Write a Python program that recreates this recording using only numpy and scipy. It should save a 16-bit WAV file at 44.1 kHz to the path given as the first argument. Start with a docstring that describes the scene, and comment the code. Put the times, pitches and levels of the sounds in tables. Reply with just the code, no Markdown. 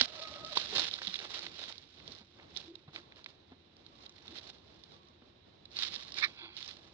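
"""Out of doors, over traffic rumble and hiss: at once twigs snap, a foot thuds, leaves swish; a far horn wavers for 0.68 s.
From 0.9 s a far bird repeats three short notes, while monkeys go on scuffing, snapping and thudding on logs and leaves.
Near 6.2 s one animal barks, then pants, amid more snaps. Leaves are clicks ringing in small resonances, snaps are noise
bursts, thuds are damped sines, calls are noise in throat bands. The right microphone port rings near 4 kHz."""
import sys
import numpy as np
from scipy import signal
from scipy.fft import rfft, irfft, next_fast_len
from scipy.io import wavfile
from scipy.ndimage import uniform_filter1d

SR = 44100
rng = np.random.default_rng(int(sys.argv[2]) if len(sys.argv) > 2 else 0)


def to_wav(sig):
    """Store sig (one row per channel, or 1-D mono) as 16-bit WAV at the path in sys.argv[1].

    Samples outside -1..1 are clipped; the rate is SR.
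    """
    pcm = np.clip(np.atleast_2d(sig), -1, 1) * 32767
    pcm = np.round(pcm).astype(np.int16)
    wavfile.write(sys.argv[1], SR, pcm.T)  # frames by channels


def amplitude_ratio(level_db):
    """Convert a level in decibels to the matching linear amplitude (field) ratio."""
    exponent = np.asarray(level_db, float) / 20
    return 10 ** exponent


N = 305833


def rms_one(x):
    """Scale to rms 1."""
    return x / np.sqrt(np.mean(x ** 2) + 1e-20)


def in_time(rows):
    """Columns of a table as curves over all samples."""
    time_s, *columns = np.transpose(rows)
    return [np.interp(np.arange(N) / SR, time_s, column) for column in columns]


def at_hz(points, hz):
    """Read a table on a log-frequency axis."""
    table_hz, values = np.transpose(points)
    return np.interp(np.log(hz + 1), np.log(table_hz), values)


def drift(rate_hz):
    """Slow chance of spread 1: noise through two equal poles at rate_hz, run at SR / 40."""
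    r = np.exp(-80 * np.pi * rate_hz / SR)
    noise = rng.standard_normal(N // 40 + 2002)
    slow = signal.lfilter([1], [1, -2 * r, r * r], noise)[2000:]
    return np.interp(np.arange(N) / 40, np.arange(len(slow)), rms_one(slow))


def swells(rows):
    """Gain of events that rise to a rounded peak and fall again, summed in power on a 1 ms grid."""
    t, power = np.arange(0, N / SR + .002, .001), 0
    for peak_s, peak_db, rise_s, fall_s in rows:
        away = np.maximum((peak_s - t) / max(rise_s, .003), (t - peak_s) / max(fall_s, .003))
        power = power + amplitude_ratio(peak_db - 20 * away ** 1.265) ** 2   # exponent 1 = pointed, 2 = dome
    return np.interp(np.arange(N) / SR, t, np.sqrt(power))


def cut(x, hz, kind, order=2):
    """Butterworth low- or high-pass."""
    return signal.sosfilt(signal.butter(order, hz, kind, fs=SR, output="sos"), x)


def resonance(x, hz, width_hz):
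    """Two-pole resonance, gain 1 on top."""
    r = np.exp(-np.pi * width_hz / SR)
    top_gain = (1 - r * r) / 2
    poles = [1, -2 * r * np.cos(2 * np.pi * hz / SR), r * r]
    return signal.lfilter(np.array([1, 0, -1]) * top_gain, poles, x)


def placed(x, pan_db=0):
    """A point source reaches the right port first; pan_db is left over right."""
    left_lag_s = 0.00013
    late = np.interp(np.arange(N) - left_lag_s * SR, np.arange(N), x)
    return np.array([late * amplitude_ratio(pan_db / 2), x * amplitude_ratio(-pan_db / 2)])


# left-right likeness of diffuse sound: freq_hz, correlation
PORT_LIKENESS = [(60, 0.68), (240, 0.82), (500, 0.13), (1000, 0.0092), (8000, 0.0091)]


def diffuse(spectrum):
    """Stereo noise from all around, alike in the bass only; rms 1."""
    size = next_fast_len(N)
    hz = np.arange(size // 2 + 1) * SR / size
    mid, side = rfft(rng.standard_normal((2, size)))
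    alike = np.clip(at_hz(PORT_LIKENESS, hz), -1, 1)
    both = np.sqrt(1 + alike) * mid + np.sqrt(1 - alike) * side * [[1], [-1]]
    return rms_one(irfft(both * amplitude_ratio(at_hz(spectrum, hz)), size)[:, :N])


def crackle(per_s, uneven_db, clumps_db):
    """Clicks of uneven size in clumps, dealt to leaves of many sizes that each ring briefly; rms 1."""
    sizes = amplitude_ratio(uneven_db * np.minimum(rng.exponential(1, N), 5)) * rng.choice([-1, 1], N)
    clicks = sizes * (rng.random(N) < per_s / SR) * amplitude_ratio(clumps_db)
    pitches_hz = np.geomspace(300, 12000, 16)
    dealt = rng.integers(0, len(pitches_hz), N)
    total = amplitude_ratio(-4.0) * clicks
    for leaf, hz in enumerate(pitches_hz):
        ring = resonance(clicks * (dealt == leaf) + 1e-18, hz, .2 * hz)
        total = total + amplitude_ratio(4.5 * drift(14)) * ring
    return rms_one(total)


# limbs scuffing leaves: peak_s, peak_db, rise_20db_s, fall_20db_s, body_rel_db (rise, fall at least 0.003 s)
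LEAF_SCUFFS = [(0.01, -27.5, 4, 0.0148, -3.5), (0.058, -37.5, 0.3, -0.01, -10),
               (0.24, -47.5, 0.9, 0.6, 3.5), (0.462, -46.5, -0.32, 1.7, -2), (0.555, -39, -0.21, 0.12, -6),
               (0.571, -38.5, -0.21, 0.28, -0.5), (0.758, -30, 0.0355, 0.06, 2),
               (0.796, -29.5, 0.05, 0.06, -1.5), (0.854, -31, 0.0854, -0.0048, -0.5),
               (0.89, -40.5, 0.32, -0.02, -5), (1.023, -48, 0.02, -0.04, 10),
               (1.076, -48, 0.43, -0.15, -0.5), (1.165, -47.5, 0.3, 0.16, -10), (1.254, -43, 0.1, 0, 6),
               (1.356, -37, 0.06, 0.0372, -1), (1.458, -44.5, 0.3, 0.03, 1.5), (1.611, -47, 0.24, 0.19, 1),
               (1.679, -45, -0.07, 0.04, 3), (1.786, -57, 0.3, 0, -6), (2.089, -55, 0.06, 0.14, -3.5),
               (2.385, -66, -0.86, 0.13, 15), (2.601, -48, .08, 0.1, -1), (2.96, -49, 0.04, 0.09, 6.5),
               (3.17, -59, 0.02, 0.13, 8.5), (3.29, -58.5, .04, .08, 4), (4.066, -57.5, 0.21, -0.1, 1),
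               (4.21, -63, -0.04, -0.8, -6), (4.292, -59.5, 0.4, 0.42, 4), (4.365, -52, 0.17, 0.24, 0.5),
               (4.5, -52, 0.06, 0.01, 2), (5.726, -52.5, -0.06, 0.15, 0), (5.801, -35.5, 0.0633, 0.17, -12),
               (5.946, -46, 0.07, 0.17, -3), (6.025, -53, -0.13, 0.44, -0.5), (6.13, -55, -0.14, 0.27, 0),
               (6.187, -37, 0.0369, 0.0724, -2), (6.587, -47, 0.05, 0.18, -7.5),
               (6.683, -49, -0.02, 0.11, -1.5), (6.77, -55, -0.1, 0, 4)]
# faint litter stirring between scuffs: time_s, level_db
LITTER_STIR = [(0, -68.5), (1.75, -61.5), (1.88, -75), (2.2, -60), (2.27, -82), (2.37, -82.5), (2.5, -69),
               (3.4, -84), (4.04, -69.5), (4.17, -89), (4.55, -73.5), (4.92, -63), (5.3, -87.5),
               (5.63, -89.5), (6.24, -72), (6.49, -74), (6.75, -64.5), (6.93, -62)]


def rustle():
    """Leaves crackle; part of the sound arrives scattered, unlike in the two ports, mostly in the treble."""
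    clumps_db = 2.6 * drift(45)
    direct, left, right = [crackle(4500, 3.9, clumps_db) for _ in range(3)]
    scattered = np.array([left, right])
    stir = amplitude_ratio(in_time(LITTER_STIR)[0])
    crisp_rows = [row[:4] for row in LEAF_SCUFFS]
    body_rows = [(s, db + body_db, rise, fall) for s, db, rise, fall, body_db in LEAF_SCUFFS]
    crisp_gain = np.hypot(stir, swells(crisp_rows))
    body_gain = np.hypot(stir * amplitude_ratio(3.5), swells(body_rows))
    crisp = cut(placed(direct) + amplitude_ratio(0.5) * scattered, 1430, "high")
    body = cut(cut(placed(direct) + amplitude_ratio(-26.5) * scattered, 2380, "low"), 310, "high")
    return crisp_gain * crisp + body_gain * body


# leaf and twig snaps: start_s, peak_db, centre_hz, left_over_right_db
TWIG_SNAPS = [(0.005, -20, 3000, 9), (0.012, -7, 5050, 1.5), (0.011, -14, 1820, -13), (0.202, -39, 4650, 8),
              (0.339, -39.5, 2770, -13), (0.448, -33.5, 5050, -3), (0.464, -28, 7500, 0),
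              (0.571, -14.5, 930, -1), (0.573, -14, 4000, 2.5), (0.766, -26, 2260, -7.5),
              (0.879, -28.5, 4860, -4), (0.912, -30, 3400, -2), (0.939, -23.5, 4100, -2),
              (0.957, -32.5, 3830, -2), (0.988, -28.5, 1700, 0), (1.018, -25.5, 1680, 2),
              (1.071, -26.5, 3600, -5), (1.078, -30.5, 3180, -4.5), (1.096, -37, 3500, -3),
              (1.142, -25, 2730, 0), (1.156, -30.5, 2940, -4), (1.19, -28, 3000, -3),
              (1.392, -23, 5330, 11.5), (1.466, -26, 1990, -5), (1.781, -37, 4500, -3),
              (2.001, -39.5, 1830, -2), (2.078, -34, 5500, -7), (2.12, -35.5, 5240, -6),
              (2.15, -42, 5330, -8.5), (2.385, -66, 800, 0), (2.564, -33.5, 3500, -7),
              (2.572, -24, 6130, -7.5), (2.754, -39.5, 3340, -7), (2.952, -39, 4460, -0.5),
              (2.961, -27.5, 2240, 2), (2.978, -44, 2000, 5), (3.122, -40, 2010, 2.5),
              (3.16, -45.5, 4500, 1.5), (3.243, -35, 4500, 4.5), (3.261, -31.5, 2040, -2),
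              (3.519, -49.5, 1200, 5), (3.767, -46, 5320, 1), (3.864, -45.5, 3600, -2),
              (4.017, -53, 5900, -3), (4.063, -37.5, 3680, 2), (4.094, -35, 6000, 6), (4.28, -33, 2960, 5),
              (4.5, -34, 5200, 17.5), (4.837, -39.5, 5010, -2), (5.655, -38.5, 3600, 5),
              (4.92, -44, 4530, 3), (5.086, -50, 5960, -1.5), (5.768, -27.5, 4350, 3),
              (5.789, -19.5, 4450, 2), (5.823, -26, 4600, 1), (5.847, -38.5, 5240, 14),
              (5.884, -32, 4500, 0), (5.941, -27.5, 5000, -1), (5.954, -33, 5000, -8),
              (5.961, -29.5, 4050, -1.5), (6.032, -36, 5500, -1.5), (6.121, -30.5, 4900, -4),
              (6.142, -29, 4540, 0.5), (6.177, -26.5, 4800, -2.5), (6.186, -20, 4950, -1.5),
              (6.2, -30, 4000, 5), (6.212, -33, 4300, 2), (6.678, -34.5, 5500, -11)]


def snaps():
    """Each snap is a sharp click with a dying burst of splinters, coloured by the size of what breaks."""
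    out, t = np.zeros((2, N)), np.arange(round(.1 * SR)) / SR
    burst_t60_s = 0.017
    for start_s, peak_db, hz, pan_db in TWIG_SNAPS:
        burst = rng.standard_normal(len(t)) * amplitude_ratio(-60 * t / burst_t60_s)
        burst[0] += 5.0   # click
        burst = resonance(burst, hz, 0.39 * hz) + amplitude_ratio(-17) * burst
        port_db = peak_db + np.array([[pan_db], [-pan_db]]) / 2
        out[:, round(start_s * SR):][:, :len(t)] += burst / np.abs(burst).max() * amplitude_ratio(port_db)
    return np.array([placed(out[0])[0], out[1]])


# soft thuds of feet on wood: start_s, level_db, pitch_hz, t60_s
FOOT_THUDS = [(0.011, -29, 249, 0.066), (0.727, -32.5, 413, 0.037), (1.073, -43.5, 188, 0.13),
              (2.08, -45, 198, 0.056), (2.207, -48.5, 206, 0.079), (2.383, -53.5, 340, 0.12),
              (2.877, -43.5, 147, 0.08), (3.517, -44.5, 262, 0.078), (4.285, -50.5, 235, 0.11),
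              (5.216, -52.5, 239, 0.12)]


def thuds():
    """A soft push rings a log briefly, with a dull noise puff."""
    out, t = np.zeros(N), np.arange(round(.15 * SR)) / SR
    onset_s = 0.0034
    for start_s, level_db, hz, t60_s in FOOT_THUDS:
        puff = cut(rng.standard_normal(len(t)), 1130, "low")
        fade = amplitude_ratio(level_db - 60 * t / t60_s) * (1 - np.exp(-t / onset_s))
        out[round(start_s * SR):][:len(t)] += fade * (np.sin(2 * np.pi * hz * t) + 2.2 * puff)
    return placed(out)


def breathy_call(calls, throat, flutter_db, pan_db, opening, wander):
    """Turbulent breath, fluttering in the larynx; throat resonances rise as effort opens the mouth, and wander."""
    effort = swells(calls)
    mouth = np.sqrt(effort / effort.max()) - .5
    flutter, voiced = amplitude_ratio(flutter_db * drift(120)), 0
    for hz, width_hz, level_db in throat:
        moving_hz = hz * (1 + opening * mouth + wander * drift(9.9))
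        a, b = cut(rng.standard_normal((2, N)), 0.63 * width_hz, "low")
        phase = 2 * np.pi * np.cumsum(moving_hz) / SR
        voiced = voiced + amplitude_ratio(level_db) * (a * np.cos(phase) + b * np.sin(phase))
    voiced = voiced * flutter
    voiced /= np.sqrt(uniform_filter1d(voiced ** 2, size=700))   # slow swings evened out
    return placed(voiced * effort, pan_db)


# barks: peak_s, peak_db, rise_20db_s, fall_20db_s (rise, fall at least 0.003 s)
BARK_CALLS = [(6.191, -39.5, 0.0258, -0.03), (6.232, -31, 0.018, -0.0042), (6.241, -27, 0.0184, 0.0241)]
# throat resonances of the bark: centre_hz, width_hz, rel_db
BARK_FORMANTS = [(1298, 260, -4), (1740, 210, 0), (2270, 170, 7), (3940, 650, -10.5), (5100, 950, -14)]


def bark():
    """Short bursts of breath through a throat that opens markedly."""
    return breathy_call(BARK_CALLS, BARK_FORMANTS, flutter_db=-0.5, pan_db=-5.5, opening=.08, wander=.015)


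# pants: peak_s, peak_db, rise_20db_s, fall_20db_s
PANT_CALLS = [(6.3, -60.5, 0.031, 0.084), (6.39, -53.5, 0.037, 0.32), (6.46, -53.5, 0.162, 0.021)]
# throat resonances of the pant: centre_hz, width_hz, rel_db
PANT_FORMANTS = [(955, 260, 3.3), (1490, 200, 4.3), (2420, 380, 7.1), (3340, 185, 6.3), (4070, 210, 0.5),
                 (4600, 180, 3)]


def pant():
    """Softer, slower breaths, with more flutter and a nearly fixed mouth."""
    return breathy_call(PANT_CALLS, PANT_FORMANTS, flutter_db=3.0, pan_db=2.5, opening=.01, wander=.012)


# bird phrases: start_s, level_db
BIRD_PHRASES = [(.94, -63), (1.955, -66), (2.945, -65), (3.91, -63), (4.915, -63), (5.97, -57)]
# notes of a phrase: after_start_s, length_s, first_hz, last_hz, rel_db
PHRASE_NOTES = [(0, .05, 1200, 1110, 0), (.075, .038, 1140, 1090, -1), (.145, .04, 1110, 1130, -2)]


def bird():
    """Near-sine gliding notes, smeared a little by echoes off the trees."""
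    out = np.zeros(N)
    for start_s, level_db in BIRD_PHRASES:
        for after_s, length_s, first_hz, last_hz, rel_db in PHRASE_NOTES:
            count = round(length_s * SR)
            phase = 2 * np.pi * np.cumsum(np.linspace(first_hz, last_hz, count)) / SR
            note = amplitude_ratio(level_db + rel_db) * np.hanning(count) * np.sin(phase)
            out[round((start_s + after_s) * SR):][:count] += note
    left, right = [out + amplitude_ratio(-6) * np.roll(out, round(lag_s * SR)) for lag_s in (.017, .026)]
    # the bird sits to the left: the right port hears it about half a cycle late
    return np.array([left, np.roll(right, round(.0004 * SR))])


# far horn, ending at the last row: time_s, pitch_hz, level_db, octave_rel_db
FAR_HORN = [(0, 650, -61, -9), (.18, 643, -57, -6.5), (.24, 637, -57.5, 5), (.32, 628, -56.5, -0.5),
            (.47, 640, -55.5, 5), (.5, 639, -59, 1), (.525, 625, -54.5, -9), (.68, 618, -62, -8)]


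def horn():
    """Two partials; the long path through moving air makes each flutter and break up, the lower one most."""
    hz, level_db, octave_db = in_time(FAR_HORN)
    phase = 2 * np.pi * np.cumsum(hz) / SR
    low = np.sin(phase + 2 * np.pi * np.cumsum(36 * drift(50)) / SR)
    high = np.sin(2 * phase + 2 * np.pi * np.cumsum(22 * drift(50)) / SR)
    flutter = amplitude_ratio([[5.5 * drift(30) for partial in range(2)] for port in range(2)])
    sounding = np.arange(N) < FAR_HORN[-1][0] * SR
    partials = flutter[:, 0] * low + flutter[:, 1] * amplitude_ratio(octave_db) * high
    return sounding * amplitude_ratio(level_db) * partials


def narrow_band(hz, width_hz):
    """Noise through the same resonance twice; rms 1."""
    noise = rng.standard_normal(N)
    return rms_one(resonance(resonance(noise, hz, width_hz), hz, width_hz))


# traffic rumble: time_s, level_db
RUMBLE_LEVEL = [(0.0, -62.5), (0.66, -56), (0.78, -50.5), (0.98, -64), (1.46, -60), (1.94, -66),
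                (2.08, -59.5), (2.28, -71), (2.4, -61.5), (2.7, -61), (2.84, -68.5), (2.98, -64),
                (3.76, -66.5), (4.32, -61), (4.54, -63.5), (5.6, -65.5), (5.76, -62), (6.28, -61),
                (6.44, -63.5), (6.92, -63.5)]
# rumble spectrum: freq_hz, density_db (per Hz)
RUMBLE_SPECTRUM = [(20, -37.5), (40, -24.5), (65, 0), (90, -6), (130, -2.5), (220, -3), (400, -5),
                   (700, -9), (1100, -13.5), (2000, -23.5)]


def traffic():
    """Diffuse low rumble with a wavering narrow hum near 87 Hz."""
    rumble_db, = in_time(RUMBLE_LEVEL)
    engine = narrow_band(87.3, 24) * amplitude_ratio(-73.0 + 1.8 * drift(5.6))
    rumble = amplitude_ratio(rumble_db + 2.2 * drift(7)) * diffuse(RUMBLE_SPECTRUM)
    return rumble + engine


# low swells near 340 Hz, some hum, some the body of the loudest leaf scuffs: peak_s, peak_db
LOW_SWELLS = [(0.78, -56.5), (1.46, -63.5), (2.7, -55.5), (2.98, -62.5), (4.32, -60.5), (6.19, -60),
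              (6.44, -62)]


def low_swells():
    """Wavering narrow noise near 340 Hz: some swells are hum, some the body of the loudest leaf scuffs."""
    rise_s, fall_s, rest_db = 0.079, 0.12, -77
    rows = [(peak_s, peak_db, rise_s, fall_s) for peak_s, peak_db in LOW_SWELLS]
    gain = amplitude_ratio(rest_db) + swells(rows)
    return gain * narrow_band(343.5, 45) * amplitude_ratio(2.5 * drift(22))


# far hiss spectrum: freq_hz, density_db (per Hz)
HISS_SPECTRUM = [(300, 19.5), (1000, 5.5), (2000, 9), (4000, 6), (6000, -26.5), (8000, -26.5), (11000, -14)]


def hiss():
    """Steady, diffuse far hiss."""
    return amplitude_ratio(-70) * diffuse(HISS_SPECTRUM)


def scene():
    """Animals close by, background far off."""
    animals = rustle() + snaps() + thuds() + bark() + pant()
    return animals + bird() + horn() + traffic() + low_swells() + hiss()


def low_pass(x):
    """Removes everything above the highest recorded frequency."""
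    return signal.sosfilt(signal.butter(12, 15780, fs=SR, output="sos"), x)


# resonances of the right port: centre_hz, width_hz, boost_db
RIGHT_PORT_RINGS = [(3862, 812, 19), (5290, 450, 4), (3600, 21000, 0.5)]


def record(dry):
    """The right port rings; both ports lose deep bass, and treble steeply but for a faint remainder."""
    left, right = dry
    for hz, width_hz, boost_db in RIGHT_PORT_RINGS:
        right = right + (amplitude_ratio(boost_db) - 1) * resonance(right, hz, width_hz)
    ports = np.array([left, cut(right, 5780, "low", order=1)])
    heard = cut(cut(ports, 6080, "low", order=6), 3620, "low", order=1)
    # faint paths past the rings and the treble loss
    heard = heard + amplitude_ratio(-39) * cut(dry, 14500, "high", order=6)
    heard = heard + amplitude_ratio(-30) * cut(dry, 8500, "low", order=4) + amplitude_ratio(-47) * dry
    mix = cut(heard, 43, "high", order=3)
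    return low_pass(mix)


dry = scene()
out = record(dry)
to_wav(out)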